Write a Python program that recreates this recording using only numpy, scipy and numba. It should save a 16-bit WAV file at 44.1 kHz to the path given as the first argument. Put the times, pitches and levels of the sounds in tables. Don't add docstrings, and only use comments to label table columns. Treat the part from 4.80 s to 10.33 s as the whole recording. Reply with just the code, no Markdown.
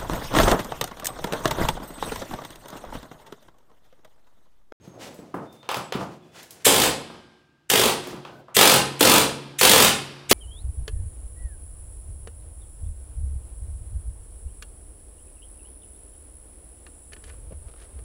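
import sys
import numpy as np
from scipy import signal
from scipy.fft import rfft, irfft
from scipy.io import wavfile
from scipy.ndimage import uniform_filter1d
from numba import njit

SR = 44100
rng = np.random.default_rng(int(sys.argv[2]) if len(sys.argv) > 2 else 0)


def store_wav(level_fs):
    pcm = np.round(np.clip(np.atleast_2d(level_fs), -1, 1) * 32767)
    wavfile.write(sys.argv[1], SR, pcm.T.astype(np.int16))


def invert_db(level):
    return 10 ** (np.asarray(level, dtype=float) / 20)


N = 243873
T = np.arange(N) / SR

# pull t/s, release t/s, air level/dB, crack level/dB at the pull, thud against crack level/dB
TRIGGER_PULLS = [(1.844, 2.045, -19.5, -14.5, -5), (2.89, 3.046, -37, -11, -7),
                 (3.742, 3.944, -26.5, -6, -6.5), (4.189, 4.39, -33, -7, -6),
                 (4.782, 5.053, -26, -6.5, -6.5), (5.489, 5.59, -27, -4, -3.5)]
# first blow t/s, last blow t/s, blow rate f/Hz
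PISTON_RUNS = [(1.9016, 2.0754, 52), (2.9352, 3.0954, 50), (3.7655, 3.9594, 46.7), (4.2073, 4.3804, 46.2),
               (4.8299, 5.0434, 46.8), (5.5109, 5.5109, 47)]
# t/s, crack level/dB
LONE_HITS = [(1.8516, -16), (1.8646, -5.5), (1.8781, -14), (2.8994, -12), (2.914, -16.5), (4.413, -19),
             (4.811, -9.5), (5.0793, -15)]
# (per Hz, relative)
CRACK_SPECTRUM = [(710, -14), (1200, -5), (1410, -6.5), (1570, -5), (2030, -6.5), (3260, -2), (3960, -5),
                  (4610, -6), (5960, -9.5), (9170, -8), (11000, -13), (14400, -9), (15700, -12.5)]
# (per Hz, relative)
THUD_SPECTRUM = [(15, -53.5), (25, -43.5), (103, -3), (135, -9.5), (210, -1), (271, -3), (338, -2.5),
                 (445, 4), (642, -2.5), (876, -3.5), (2000, -25), (2600, -27), (4400, -120)]
# (per Hz, relative)
AIR_SPECTRUM = [(880, -40), (1500, -14.5), (2900, -9), (3600, -12), (4510, -20), (7740, -8), (15700, -20)]
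# f/Hz, level/dB (relative), t60 t/s
PANEL_MODES = [(139, -3, 1.1), (165, -6, 1.), (229, -8, .9), (295, -7, .9), (361, -6, 1.1), (450, 0, .4),
               (550, 0, .4), (685, -2, .4), (1215, -34, 2.2), (1563, -33, 2.4), (1590, -29, 2.6),
               (1631, -32, 2.2)]
# f/Hz, t60 t/s
CABIN_DECAY = [(60, 0.48), (125, 0.41), (250, 0.37), (500, 0.3), (1000, 0.34), (2000, 0.31), (4000, 0.3),
               (8000, 0.29), (14000, 0.13)]
# t/s, level/dB, hardness (0 soft bump, 0.5 hollow knock, 1 clack)
KNOCK_HITS = [(0.0748, -48.5, 0), (0.39, -44, 0), (0.5415, -31.5, 0.28), (0.5681, -45.5, 0),
              (0.8296, -48, 0.74), (0.8901, -21.5, 0.78), (0.9137, -31.5, 0.49), (0.9435, -26.5, 0.76),
              (0.967, -31, 0.28), (1.1229, -25.5, 0.76), (1.1491, -27.5, .15), (1.2099, -34, 0.3),
              (2.3002, -42, 0.3), (3.2706, -37, 0.18), (3.329, -37.5, 0.17), (3.4503, -40, 0.71),
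              (3.6823, -47.5, 0.48)]
# t/s, level/dB
TICK_HITS = [(0.3426, -55), (0.7261, -58.5), (0.8893, -46), (0.9134, -39.5), (0.9435, -38.5),
             (0.968, -39.5), (1.1225, -49), (1.6291, -51), (1.707, -44.5), (3.2705, -44)]
# start t/s, length t/s, rustle level/dB, rumble level/dB
DRAG_MOVES = [(0, 0.017, -56.5, -52.5), (0.099, 0.21, -73, -52), (0.176, 0.045, -45, -61),
              (0.29, 0.23, -71, -61.5), (0.583, 0.042, -65, -44.5), (0.697, 0.022, -62, -53),
              (0.816, 0.015, -81, -52), (1.164, 0.018, -42.5, -31), (1.285, 0.028, -66, -53),
              (1.394, 0.11, -73, -67.5), (1.511, 0.12, -54, -60.5), (1.67, .15, -64, -62),
              (3.188, 0.12, -48, -59), (3.42, 0.18, -78, -54)]
# (per Hz, relative)
RUSTLE_SPECTRUM = [(410, -21), (700, -10), (1080, -11.5), (1190, -16), (1340, -11), (1720, -11),
                   (2030, -11), (6920, -17.5), (15700, -31.5)]
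# start t/s, end t/s, centre f/Hz, width f/Hz (a third of the way to -40 dB), level/dB
THIN_BANDS = [(0, .18, 6450, 70, -72), (.27, .42, 7900, 60, -75), (.65, .89, 3600, 60, -71),
              (.9, 1.08, 7850, 250, -62), (.935, .975, 3550, 90, -52), (1.41, 1.56, 3430, 70, -77),
              (1.42, 1.56, 2520, 90, -79), (3.45, 3.6, 1510, 60, -66)]
# (per Hz, relative)
ROOM_SPECTRUM = [(15, -46), (25, -16), (150, -2), (190, -10), (335, -6), (430, -18), (1100, -21),
                 (1600, -21), (1800, -25), (2800, -23), (16000, -50)]

STROKE_JITTER_S = .0012
SAG_DB_PER_S, COAST_DB_PER_S = 12.5, 207
SEATING_DB = -1
FOCUS_DB = 65
DRAG_RISE_S, DRAG_FALL_S = 0.056, 0.047
ROOM_DB = -69
TOP_HZ = 15850


def colour(x, points):
    hz, db = np.transpose(points)
    bin_hz = np.arange(len(x) // 2 + 1) * SR / len(x)
    gain = invert_db(np.interp(np.log(bin_hz + 1), np.log(hz), db))
    return irfft(rfft(x) * gain / np.sqrt(np.mean(gain ** 2)), len(x))


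def coloured(points, size=N):
    return colour(rng.standard_normal(size), points)


def band(lo_hz, hi_hz, edge_db=-40):
    below = [(lo_hz / 8, 3 * edge_db), (lo_hz / 2, edge_db), (lo_hz, 0)]
    above = [(hi_hz, 0), (hi_hz * 2, edge_db), (hi_hz * 8, 3 * edge_db)]
    return below + above


def hits(times, db, rise_s, fall_s, points):
    spikes = np.zeros(N)
    np.add.at(spikes, (np.asarray(times) * SR).astype(int), invert_db(np.asarray(db)))
    t = T[:SR // 4]
    shape = (1 - np.exp(-t / rise_s)) * np.exp(-t / fall_s)
    shape = shape / shape.max()
    burst = signal.fftconvolve(spikes, shape)[:N] * coloured(points)
    impulse = np.sqrt(np.sum(shape ** 2)) * colour(spikes, points)
    return np.array([burst, impulse])


def gate(on_s, off_s, rise_s, fall_s):
    rise = np.clip((T - on_s) / rise_s, 0, 1) ** 2
    return rise * np.exp(-np.maximum(T - off_s, 0) / fall_s)


def flicker(rate, db):
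    k = int(SR / rate)
    steps = np.repeat(rng.standard_normal(N // k + 1), k)
    return invert_db(db * uniform_filter1d(steps, k)[:N])


def hammer():
    pull, release, air_db, crack_db, thud_db = np.transpose(TRIGGER_PULLS)
    lone_s, lone_db = np.transpose(LONE_HITS)
    run = np.concatenate([np.linspace(first, last, round((last - first) * rate) + 1)
                          for first, last, rate in PISTON_RUNS])
    chance = rng.standard_normal((3, len(run) + len(lone_s)))
    follows_on = np.diff(run, prepend=0) < .1
    run = run + STROKE_JITTER_S * chance[2, :len(run)] * follows_on

    k = np.searchsorted(pull, run) - 1
    since_pull = run - pull[k]
    since_release = np.maximum(run - release[k], 0)
    run_db = crack_db[k] - SAG_DB_PER_S * since_pull - COAST_DB_PER_S * since_release
    run_db = run_db + SEATING_DB * (since_pull < .03)

    s, db = np.append(run, lone_s), np.append(run_db, lone_db)
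    burst = np.searchsorted(pull, s) - 1
    pop_thud_db = np.where(s - pull[burst] < .012, -15, 0)
    bite_db = 2 * chance
    crack = hits(s, db + bite_db[0], .0018, .0042, CRACK_SPECTRUM)
    thud = hits(s, db + thud_db[burst] + pop_thud_db + bite_db[1], .002, .006, THUD_SPECTRUM)

    held = 0
    for on, off, level_db in zip(pull, release, air_db):
        rush = gate(on, on + .02, .009, .006)
        steady = .2 * gate(on, off, .009, .02)
        held = held + invert_db(level_db) * (rush + steady)
    air = held * flicker(90, 3) * coloured(AIR_SPECTRUM)
    return crack + thud + air


def panel(push):
    hz, db, t60 = (column[:, None] for column in np.transpose(PANEL_MODES))
    t = T[:2 * SR]
    modes = invert_db(db) * np.sin(2 * np.pi * hz * t) * np.exp(-np.log(1000) * t / t60)
    ring = np.sum(modes, axis=0)
    return signal.fftconvolve(push, ring / np.sqrt(np.sum(ring ** 2)))[:N]


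def cabin(x):
    t = T[:2 * SR]
    tail = 0
    for hz, t60 in CABIN_DECAY:
        near = np.exp(-np.log(1000) * t / t60)
        far = invert_db(-25.0 - 11 * (hz > 6000)) * np.exp(-np.log(1000) * t / (3 * t60))
        octave = coloured(band(hz / 1.353, hz * 1.313), size=len(t))
        tail = tail + np.sqrt(hz / t60) * (near + far) * octave
    tail = tail * (1 - np.exp(-t / .014))
    return signal.fftconvolve(x, tail / np.sqrt(np.sum(tail ** 2)))[:N]


def knocks():
    s, db, hard = np.transpose(KNOCK_HITS)
    tick_s, tick_db = np.transpose(TICK_HITS)
    ticks = hits(tick_s, tick_db, .0008, .004, band(5000, 15000, -8.5))
    clack = hits(s, db - FOCUS_DB * (hard - 1) ** 2, 0.00038, 0.0023, band(2600, 3200, -14))
    hollow = hits(s, db - FOCUS_DB * (hard - .5) ** 2, .0008, .006, band(480, 1250, -24))
    bump = hits(s, db - FOCUS_DB * hard ** 2, .002, 0.0098, band(130, 340, -13.5))
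    return ticks + clack + hollow + bump


def drag():
    rustle, rumble = 0, 0
    for on, length, rustle_db, rumble_db in DRAG_MOVES:
        move = gate(on, on + length, DRAG_RISE_S, DRAG_FALL_S)
        rustle = rustle + invert_db(rustle_db) * move
        rumble = rumble + invert_db(rumble_db) * move
    grainy = rustle * flicker(83, 1.9) * coloured(RUSTLE_SPECTRUM)
    low = rumble * flicker(15, 1) * coloured(band(100, 650, -17.5))
    return grainy + low


def whistles_and_shank():
    thin = 0
    for on, off, hz, width, db in THIN_BANDS:
        peak = [(hz - 3 * width, -40), (hz, 0), (hz + 3 * width, -40)]
        thin = thin + invert_db(db) * gate(on, off, 0.0083, 0.015) * coloured(peak)
    return flicker(40, 3) * thin


def room_tone():
    return invert_db(ROOM_DB) * flicker(6, 1.5) * coloured(ROOM_SPECTRUM)


def scene():
    blows, blow_impulse = hammer()
    taps, tap_impulse = knocks()
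    close = blows + taps + invert_db(-17) * tap_impulse
    ring = invert_db(-22.0) * panel(blow_impulse + tap_impulse)
    sent = .6 * blow_impulse + blows + tap_impulse
    turn = 2 * np.pi * 5.7 * T
    echo = invert_db(-1.5) * (cabin(sent * np.cos(turn)) + cabin(sent * np.sin(turn)))
    return (close + echo + ring + drag() + whistles_and_shank() + room_tone())[None]


@njit
def follow(x, attack, release):
    e, y = 0., np.empty(len(x))
    for i in range(len(x)):
        e += (x[i] - e) * (attack if x[i] > e else release)
        y[i] = e
    return y


def low_pass(x):
    return signal.sosfilt(signal.butter(12, 17000, fs=SR, output="sos"), x)


def record(dry):
    level = follow(np.abs(dry[0]), 1 / (0.0027 * SR), 1 / (.10 * SR))
    look = SR // 250
    ahead = np.append(level[look:], level[-look:])
    gain = (invert_db(-33) / np.maximum(ahead, invert_db(-35.5))) ** 0.29
    bass_cut = signal.butter(1, 60., "high", fs=SR, output="sos")
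    rounded = np.tanh(2 * gain * signal.sosfilt(bass_cut, dry))
    top_cut = signal.ellip(10, .3, 60, TOP_HZ, fs=SR, output="sos")
    mix = signal.sosfilt(top_cut, rounded)
    return low_pass(mix)


dry = scene()
out = record(dry)
store_wav(out)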